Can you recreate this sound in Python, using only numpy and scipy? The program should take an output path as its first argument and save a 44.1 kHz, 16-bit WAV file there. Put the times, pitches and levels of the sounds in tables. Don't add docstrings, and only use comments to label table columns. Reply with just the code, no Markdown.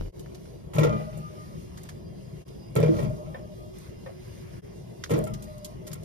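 import sys
import numpy as np
from scipy import signal
from scipy.fft import rfft, irfft, next_fast_len
from scipy.io import wavfile
from scipy.ndimage import uniform_filter1d, map_coordinates

SR = 44100
rng = np.random.default_rng(int(sys.argv[2]) if len(sys.argv) > 2 else 0)


def how_loud(loudness_db):
    steps = np.asarray(loudness_db, float) / 20
    return 10 ** steps


def generate_wav(signal):
    frames = np.transpose(np.atleast_2d(signal))
    scaled = np.clip(frames, -1, 1) * 32767
    pcm = np.round(scaled).astype(np.int16)
    wavfile.write(sys.argv[1], SR, pcm)


N = 266584

# (time [s], wires [dB],
# cabinet [dB re wires], rattle [dB re wires], crack [dB re wires])
CONTACTS = [(0.735, -40, -10, -2.5, -5.5), (0.747, -37, 7, -4, -16), (0.751, -29.5, 19, -15, -11.5),
            (0.763, -36.5, -1, -2, -22), (0.783, -16, 7.5, -12, -20.5), (0.809, -31.5, 18.5, -2, -18),
            (0.832, -16.5, -6.5, -10.5, -19.5), (0.847, -17.5, -6, -17, -66), (0.869, -29, 14.5, -10, -33),
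            (0.893, -30.5, 1, -10, -29), (0.926, -24, 7.5, -20, -39), (0.959, -30, 6, -23, -40),
            (0.998, -27.5, 5, -25, -37), (1.128, -47.5, 26.5, -5.5, -19), (1.172, -40, 16.5, -29, -8),
            (2.753, -29.5, -9, -17, -7), (2.761, -18, 9, -13.5, -23), (2.784, -17.5, 9, -31, -38),
            (2.801, -17, 8.5, -24, -27), (2.827, -15.5, 8.5, -18, -31), (2.86, -28, -16, -13.5, -25),
            (2.879, -21, 4, -31, -43), (2.904, -37, 9, -30, -40), (2.939, -28, 9.5, -20, -36),
            (2.965, -41.5, -4, -4, -18), (2.988, -23.5, 6, -17.5, -30), (3.025, -32, 14, -13, -16),
            (3.046, -33, -8, -11.5, -28), (3.093, -38, 19, -22, -22), (3.261, -46, 19.5, -10.5, -35),
            (5.095, -31.5, -8, -11, -11), (5.106, -18.5, -1, -16.5, -17), (5.114, -19, 12.5, -17, -37),
            (5.137, -17.5, 2.5, -17, -31), (5.16, -19.5, -11, -28, -24.5), (5.183, -20.5, 2.5, -42, -29),
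            (5.21, -32, -2, -37, -37), (5.237, -44.5, 15, -24, -5), (5.269, -37, 2, -6, -14),
            (5.299, -37.5, 15.5, -31, -21), (5.869, -47.5, -9, -5, -9), (5.904, -46, 22.5, -9, -25),
            (5.951, -44, 19.5, -7.5, -22)]
# (first touch [s], strength [dB], rise of the shelf's shudder [s],
# t60 of the shudder [s], brightness of the frame [dB per octave])
LANDINGS = [(0.735, -33, 0.16, 0.81, 2), (2.752, -31.5, 0.27, 1.35, -1), (5.094, -31.5, 0.087, 0.87, -1.5)]
# (frequency [Hz], density [dB per Hz])
CAVITY = [(60, -71), (150, -10), (450, 9), (700, -10.5), (1500, -17), (3000, -24), (6000, -33)]
# (frequency [Hz], density [dB per Hz])
CRACK = [(5000, -51), (7000, 8), (11000, -6), (12500, 0), (13500, -11), (15800, -6)]
# (frequency [Hz], density [dB per Hz])
TAP = [(700, -6), (1100, 11), (1700, 13.5), (2500, 4.5), (3500, -12), (5000, -38)]
# (centre [s], half length [s])
DIPS = [(0.118, 0.044), (2.447, 0.031), (4.615, 0.032)]


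def unit(x):
    return x / np.sqrt(np.mean(x ** 2, -1, keepdims=True) + 1e-20)


def filtered(x, response):
    m = next_fast_len(x.shape[-1] + 4096)
    return irfft(rfft(x, m) * response(np.fft.rfftfreq(m, 1 / SR)), m)[..., :x.shape[-1]]


def noise(spectrum, size=N):
    f, db = np.transpose(spectrum)

    def colour(hz):
        return how_loud(np.interp(np.log(hz + 1), np.log(f), db, left=-120, right=-120))
    return unit(filtered(rng.standard_normal((2, size)), colour))


def wobble(rate):
    knots = rng.standard_normal(int(N * rate / SR) + 4)
    return map_coordinates(knots, [np.arange(N) * rate / SR])


def add(track, s, sound):
    part = track[:, round(s * SR):][:, :sound.shape[1]]
    part += sound[:, :part.shape[1]]


def puffs(spectrum, times, dbs, t60, attack, grain_db):
    power, t = np.zeros((1, N)), np.arange(SR // 2) / SR
    for s, db, fall in np.broadcast(times, dbs, t60):
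        envelope = how_loud(db - 60 * t / fall) * (1 - np.exp(-t / attack))
        add(power, s, envelope[None] ** 2)
    return np.sqrt(power) * noise(spectrum) * unit(how_loud(grain_db * wobble(400)))


def patchy(x, depth_db):
    z = signal.stft(x, nperseg=512)[2]
    field = rng.standard_normal(z.shape[1:])
    field = uniform_filter1d(uniform_filter1d(field, size=2, axis=0), size=12, axis=1)
    return signal.istft(z * how_loud(depth_db * field / field.std()), nperseg=512)[1][:, :N]


def ringer(modes, attack, scatter_db, split, loose=1, wander=0, sides=(-1j, 1j)):
    hz, db, t60 = np.repeat(np.transpose(modes), 2, axis=1)[:, :, None]
    hz = hz * (1 + split * np.resize([-1, 1], hz.shape))
    t = np.arange(SR * 3 // 5) / SR
    bank = how_loud(db - 60 * t / t60) * np.exp(2j * np.pi * hz * t) * (1 - np.exp(-t / attack))

    def strike(near_hz=1, fall_db=0):
        size, turn = rng.standard_normal(len(hz)), rng.random(len(hz))
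        side = rng.choice(sides, len(hz))
        favour = how_loud(-fall_db * abs(np.log2(hz[:, 0] / near_hz)))
        favour = favour / np.linalg.norm(favour * how_loud(db[:, 0]))
        blow = favour * how_loud(scatter_db * size) * np.exp(2j * np.pi * (loose * turn - 1 / 4))
        fields = (np.array([blow, side * blow]) @ bank).real
        bent = np.arange(len(t)) * (1 + wander * rng.standard_normal())
        return np.array([np.interp(bent, np.arange(len(t)), y) for y in fields])
    return strike


def fridge_and_arm():
    # (frequency [Hz], density [dB per Hz])
    hiss_spectrum = [(2600, -20), (3300, 1.5), (4200, 3), (5000, 1.5), (8000, 2), (10000, -3), (12500, -5),
                     (13600, -6.5), (14200, -20), (15700, -10)]
    hum_spectrum = [(22, -32), (32, -45), (45, -3), (60, -1.5), (85, -3.5), (125, 1.5), (180, -0.5),
                    (250, -9), (330, -56)]
    drone_spectrum = [(220, -11), (300, -3), (377, 3.5), (450, -5.5), (620, -7.5), (800, -18.5),
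                      (1100, -18.5), (1500, -90)]
    rustle_spectrum = [(900, 1), (1250, 0.5), (1600, -3), (2300, -1.5), (3000, -2), (3600, -43)]
    # (time [s], rustle before its swell [dB])
    movement = [(0, -62), (.15, -65.5), (.34, -65.5), (.69, -67.5), (.95, -59), (1.4, -63), (1.92, -63.5),
                (2.05, -67.5), (2.37, -64), (2.7, -67.5), (3.0, -56.5), (3.2, -67.5), (3.36, -66),
                (3.73, -69), (3.76, -62), (3.89, -61), (3.97, -66), (4.4, -61), (4.55, -61), (4.76, -66),
                (5.2, -64), (6.04, -65.5)]
    t = np.arange(N) / SR
    shudder = np.zeros(N)
    for s, db, rise, t60, _ in LANDINGS:
        decay = how_loud(db - 60 * np.maximum(t - s - rise, 0) / t60)
        shudder += decay * np.clip((t - s) / rise, 0, 1)
    moving_db = np.interp(t, *np.transpose(movement))
    hiss = how_loud(-63 + 0.98 * (moving_db - moving_db.mean()))
    hum = np.hypot(how_loud(-44), shudder)
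    drone = np.hypot(how_loud(-49), how_loud(-6) * shudder)
    layers = [(hiss, hiss_spectrum, 1.84), (hum, hum_spectrum, 0.24),
              (drone, drone_spectrum, 1.06), (how_loud(moving_db), rustle_spectrum, 0.12)]
    out = np.zeros((2, N))
    for level, spectrum, swell_db in layers:
        out += level * how_loud(swell_db * wobble(13)) * noise(spectrum)
    return patchy(out, depth_db=2.5)


def whistles():
    # (frequency [Hz], nominal width [Hz], level before drift and flicker [dB], from [s], to [s])
    whines = [(364.4, 18, -52.5, 3.5, 5.3), (2760, 20, -77, 0.9, 7.1), (2880, 20, -79, -0.5, 0.8),
              (2830, 40, -76, 2.46, 2.8), (2400, 30, -76, 2.25, 4.7), (2050, 25, -76, 3.7, 7.1),
              (3200, 30, -79, 1.2, 4.7), (3310, 50, -79, -0.5, 7.1), (4790, 40, -73, 1.95, 2.44),
              (4800, 90, -81, -0.5, 5.4), (4910, 45, -70, 2.46, 3.08), (4900, 80, -74, 4.14, 4.36),
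              (4830, 120, -72, 5.42, 5.66), (5190, 200, -77, 1.1, 7.1)]
    edge_s, flicker_db = 0.06, 2
    out, t = np.zeros((2, N)), np.arange(N) / SR
    for hz, width_hz, db, start, end in whines:
        phasor = wobble(width_hz) + 1j * wobble(width_hz)
        tone = how_loud(db + flicker_db * wobble(9.8)) * phasor * np.exp(2j * np.pi * hz * t)
        tone = tone * np.clip(np.minimum(t - start, end - t) / edge_s + 0.5, 0, 1)
        out += [tone.real, tone.imag]
    return out


def opening_shudder():
    # (frequency [Hz], level [dB], t60 [s])
    low_tones = [(36, -29, 1), (91, -34.5, 0.97), (126, -45, 0.59)]
    out, t = np.zeros((2, N)), np.arange(N) / SR
    for hz, db, t60 in low_tones:
        out[0] += how_loud(db - 60 * t / t60) * np.sin(2 * np.pi * hz * t) * (t < DIPS[0][0])
    return out + puffs(CAVITY, 0, -33.5, 0.26, 0.0092, grain_db=-11.5)


def ticks():
    # (time [s], level [dB], low part [dB re level], crack [dB re level])
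    touches = [(0.194, -45, -4.5, -10.5), (0.258, -55.5, 9, -21), (0.346, -42, -3, -18),
               (0.454, -54, 13, -21), (1.773, -40.5, 0.5, -15), (1.833, -46, -4, -14),
               (1.85, -51, 7, -15.5), (1.889, -39.5, 9, -16.5), (2.481, -47, -3, -20),
               (3.784, -60.5, -24, 2), (5.0371, -28, 3, -23.5), (5.239, -44, -10, -9.5),
               (5.3363, -35, -2, -18), (5.423, -42.5, -17, -10.5), (5.4394, -48.5, -18, -10),
               (5.579, -50, -28, -12), (5.6455, -33, -38, -11), (5.866, -43, -14, -11),
               (5.874, -39, -20, -12.5), (5.915, -40, -3, -21), (5.93, -38, -0.5, -9),
               (6.033, -50.5, 4, -9.5)]
    # (frequency [Hz], density [dB per Hz])
    tick_spectrum = [(2000, -10), (3000, 2), (4500, 2.5), (6500, 3), (9000, -14), (11000, -79)]
    s, db, low_db, crack_db = np.transpose(touches)
    t60 = 0.076
    out = puffs(tick_spectrum, s, db - 6.0, t60, 0.001, grain_db=-2.0)
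    out += puffs(TAP, s, db + low_db - 8.5, t60, 0.0012, grain_db=-6.0)
    return out + puffs(CRACK, s, db + crack_db + 10.0, 0.068, 0.00069, grain_db=3.0)


def shelf_ringing():
    # (frequency [Hz], relative level [dB], t60 when not stifled [s])
    cabinet_modes = [(114, -53, 0.43), (129, 10, 0.12), (153.3, 4.5, 0.44), (213.2, -3.5, 0.28)]
    wire_modes = [(275, -11.5, 0.21), (302, -0.5, 0.14), (372.3, -11, 0.3), (437.3, -2.5, 0.17),
                  (483.4, -2.5, 0.28), (570, 1.5, 0.089), (629, -5.5, 0.45), (691.4, -11.5, 0.16)]
    upper_modes = [(827, 8.5, 0.11), (869, 4.5, 0.42), (950, 1, 0.19), (1006, 7.5, 0.25), (1085, 5, 0.29),
                   (1216, -7.5, 1), (1291, -2, 0.22), (1340, 9, 0.21), (1640, -7, 0.15), (1893, 3, 0.16),
                   (2066, -16, 0.63), (2177, 1, 0.17), (2230, -3.5, 0.2), (2367, 3.5, 0.24),
                   (2615, 3.5, 0.095), (2830, 1, 0.066), (3100, -4, 0.044), (3250, -4, 0.16),
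                   (3300, -22, 0.13)]
    # (time [s], pitch of the wires struck best [Hz])
    contact_path = [(0.75, 367), (0.783, 487), (0.81, 605), (0.832, 430), (0.847, 475), (0.869, 560),
                    (0.893, 600), (0.925, 560), (1.0, 624), (2.753, 400), (2.784, 440), (2.801, 537),
                    (2.827, 477), (2.879, 553), (2.94, 530), (3.0, 614), (3.26, 620), (5.096, 448.5),
                    (5.114, 410), (5.137, 300), (5.16, 362), (5.183, 564), (5.24, 614)]
    # (time [s], pitch of the upper modes struck best [Hz])
    footing = [(0.8, 1120), (2.8, 2900), (5.1, 1010)]
    choke_db, choke_s = 14, 0.0073
    cabinet = ringer(cabinet_modes, 0.012, scatter_db=0.0, split=0.013, loose=0.3)
    wires = ringer(wire_modes, 0.00084, scatter_db=2.5, split=0.011, wander=0.0097, sides=[1j, 1j, -1j])
    upper = ringer(upper_modes, 0.00055, scatter_db=3.5, split=0.0121, wander=0.0195)
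    out, t = np.zeros((2, N)), np.arange(SR * 3 // 5) / SR
    for now, following in zip(CONTACTS, CONTACTS[1:] + CONTACTS[:1]):
        s, db, boom_db, rattle_db, _ = now
        then, next_db, next_boom_db, *_ = following
        stifled = (then > s) * (1 - np.exp(-np.maximum(t - then + s, 0) / choke_s))

        def choke(over_db):
            return how_loud(-choke_db * stifled / (1 + how_loud(2 * over_db)))
        boom = how_loud(db + boom_db - 3.5) * cabinet()
        boom = boom * choke(db + boom_db - next_db - next_boom_db)
        wire_hz = np.interp(s, *np.transpose(contact_path))
        upper_hz = np.interp(s, *np.transpose(footing))
        ring = how_loud(db - 1.0) * wires(wire_hz, fall_db=17.5)
        ring += how_loud(db + rattle_db + 2.5) * upper(upper_hz, fall_db=1)
        add(out, s, boom + choke(db - next_db) * ring)
    return out


def shelf_rattle():
    # (frequency [Hz], density [dB per Hz])
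    rattle_spectrum = [(700, -36), (1000, -20), (1500, -5), (2200, 0.5), (3500, 3), (5000, -3), (7000, 0),
                       (9000, -28)]
    s, db, _, rattle_db, crack_db = np.transpose(CONTACTS)
    out = puffs(rattle_spectrum, s, db + rattle_db - 7.0, 0.1, 0.00047, grain_db=1.0)
    out += puffs(CRACK, s, db + crack_db + 0.5, 0.12, 0.0016, grain_db=5.0)
    return out + puffs(CAVITY, s, db - 9.5, 0.22, 0.004, grain_db=-1.5)


def lingering_frame():
    # (frequency [Hz], level before brightness and flutter [dB re landing], t60 [s])
    frame_tones = [(108.7, 0, 0.57), (212.5, 2.5, 1.12), (327, 13, 0.37), (913, -10, 0.32),
                   (1217, -10.5, 2.44), (1390, -12.5, 0.84), (1980, -26.5, 0.85), (2010, -25, 0.88),
                   (818, -16.5, 2), (2380, -25, 1)]
    rough = 0.0005
    out, t = np.zeros((2, N)), np.arange(2 * SR) / SR
    for s, strength_db, rise, _, bright_db in LANDINGS:
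        for hz, db, t60 in frame_tones:
            tilt_db = bright_db * np.log2(hz / frame_tones[0][0])
            flutter_db = 4.3 * wobble(15.5)[:len(t)]
            level = how_loud(strength_db + db + tilt_db - 60 * t / t60 + flutter_db)
            phase = 2 * np.pi * hz * t + rough * hz * wobble(45.2)[:len(t)]
            tone = level * (1 - np.exp(-t / 0.004)) * np.sin(phase)
            add(out[:1], s + rise / 2, tone[None])
    return out


def singing_wire():
    # (start [s], length [s], level at the start before sag and flutter [dB])
    spells = [(0.893, 0.017, -27), (0.994, 0.018, -35), (1.07, 0.036, -39.5), (1.13, 0.053, -44.5),
              (1.297, 0.15, -49.5), (2.966, 0.034, -36), (3.007, 0.34, -54.5), (3.057, 0.1, -45.5),
              (3.089, 0.03, -35.5), (3.187, 0.05, -38.5), (3.267, 0.032, -42.5), (3.396, 0.068, -44.5),
              (3.49, 0.053, -46.5), (3.605, 0.098, -48.5), (5.2, 0.059, -36.5), (5.28, 0.1, -55),
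              (5.4, 0.065, -51.5), (5.477, 0.049, -41), (5.535, 0.16, -43.5), (5.688, 0.042, -53),
              (5.82, 0.12, -49.5)]
    pitch_hz, drift_hz = 610, 4.05
    edge_s, sag_db_per_s = 0.021, 26
    flutter_db, octave_db = 1.5, -28
    t, level = np.arange(N) / SR, np.zeros(N)
    for s, length, db in spells:
        gate = np.clip(np.minimum(t - s, s + length - t) / edge_s + 0.5, 0, 1)
        level += how_loud(db - sag_db_per_s * (t - s)) * np.sin(np.pi / 2 * gate) ** 2
    phase = 2 * np.pi * np.cumsum(pitch_hz + drift_hz * wobble(9.8)) / SR
    fields = np.array([np.sin(phase) + how_loud(octave_db) * np.sin(2 * phase), np.cos(phase)])
    return level * how_loud(flutter_db * wobble(40)) * fields


def clinks():
    # (time [s], level [dB], body [dB re level], pitch [Hz])
    meetings = [(3.344, -32, 6.5, 1800), (4.061, -38, 11.5, 1824), (5.467, -52, -3, 1870),
                (5.876, -45, 0, 1900)]
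    # (frequency [Hz], density [dB per Hz])
    body_spectrum = [(380, -45), (520, 13), (680, 0), (850, -7), (1050, -6), (1400, -13), (1800, -15),
                     (2600, -18.5), (4500, -42)]
    # (multiple of the pitch [ratio], relative level [dB], t60 [s])
    neck_modes = [(.28, -5, 0.23), (.57, -6, 0.11), (.85, -10, 0.07), (1, -1.5, 0.097), (1.26, -5, .055),
                  (1.83, -20, 0.078), (2.05, -11, 0.068)]
    s, db, body_db, pitch = np.transpose(meetings)
    out = puffs(body_spectrum, s, db + body_db - 10.5, 0.25, 0.0012, grain_db=-0.5)
    for start, level_db, hz in zip(s, db, pitch):
        modes = np.multiply(neck_modes, [hz, 1, 1])
        neck = ringer(modes, 0.0025, scatter_db=1.0, split=0.005, loose=0.08, sides=[-1j])
        add(out, start, how_loud(level_db - 3.5) * neck())
    return out


def sliding_hand():
    # (time [s], level [dB], t60 [s])
    slides = [(4.21, -58, 0.68), (4.43, -57, 0.59), (4.51, -53, 0.53)]
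    s, db, t60 = np.transpose(slides)
    return puffs(TAP, s, db, t60, 0.034, grain_db=2.5)


def scene():
    background = fridge_and_arm() + whistles() + opening_shudder()
    shelf = shelf_ringing() + shelf_rattle() + lingering_frame() + singing_wire()
    hands_and_bottles = ticks() + clinks() + sliding_hand()
    return background + shelf + hands_and_bottles


def stereo_spread(hz):
    # (frequency [Hz], phase lead of the right channel [radians], likeness [0-1], left minus right [dB])
    spread_curves = [(0, 0, .9, 2), (170, .2, .75, 4.5), (230, 2.4, .4, 0), (330, 2.8, .6, -1.5),
                     (500, 2.7, .4, -1), (640, 1.8, .7, 0), (900, 2.6, .5, 0), (1220, 3.1, .5, 1.5),
                     (2000, 5.9, .5, 0), (3000, 11.6, .55, -2.5), (5000, 18.5, .45, -6),
                     (6500, 16.3, .45, -2.5), (7200, 15.71, .98, 0), (8300, 15.71, .97, 0),
                     (9700, 13.6, .75, 0), (10400, 12.57, 1, 0), (12700, 12.57, 1, 0), (13400, 11, .5, 0),
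                     (14100, 9.42, 1, 0)]
    f, lead, likeness, balance_db = np.transpose(spread_curves)
    turn = np.arccos(np.clip(np.interp(hz, f, likeness), 0, 1)) / 2
    left = how_loud(np.interp(hz, f, balance_db) / 2) * np.exp(-0.5j * np.interp(hz, f, lead))
    matrix = np.array([[np.cos(turn) * left, np.sin(turn) * left],
                       [np.cos(turn) / left, -np.sin(turn) / left]])
    return (hz < 15900) * matrix


def roll_off(x):
    return signal.sosfilt(signal.butter(12, 14640, fs=SR, output="sos"), x)


def record(dry):
    t = np.arange(N) / SR
    level = np.prod([np.clip(abs(t - s) / half, 0.03, 1) for s, half in DIPS], axis=0)
    mix = level * filtered(dry, stereo_spread).sum(axis=1)
    return roll_off(mix)


dry = scene()
out = record(dry)
generate_wav(out)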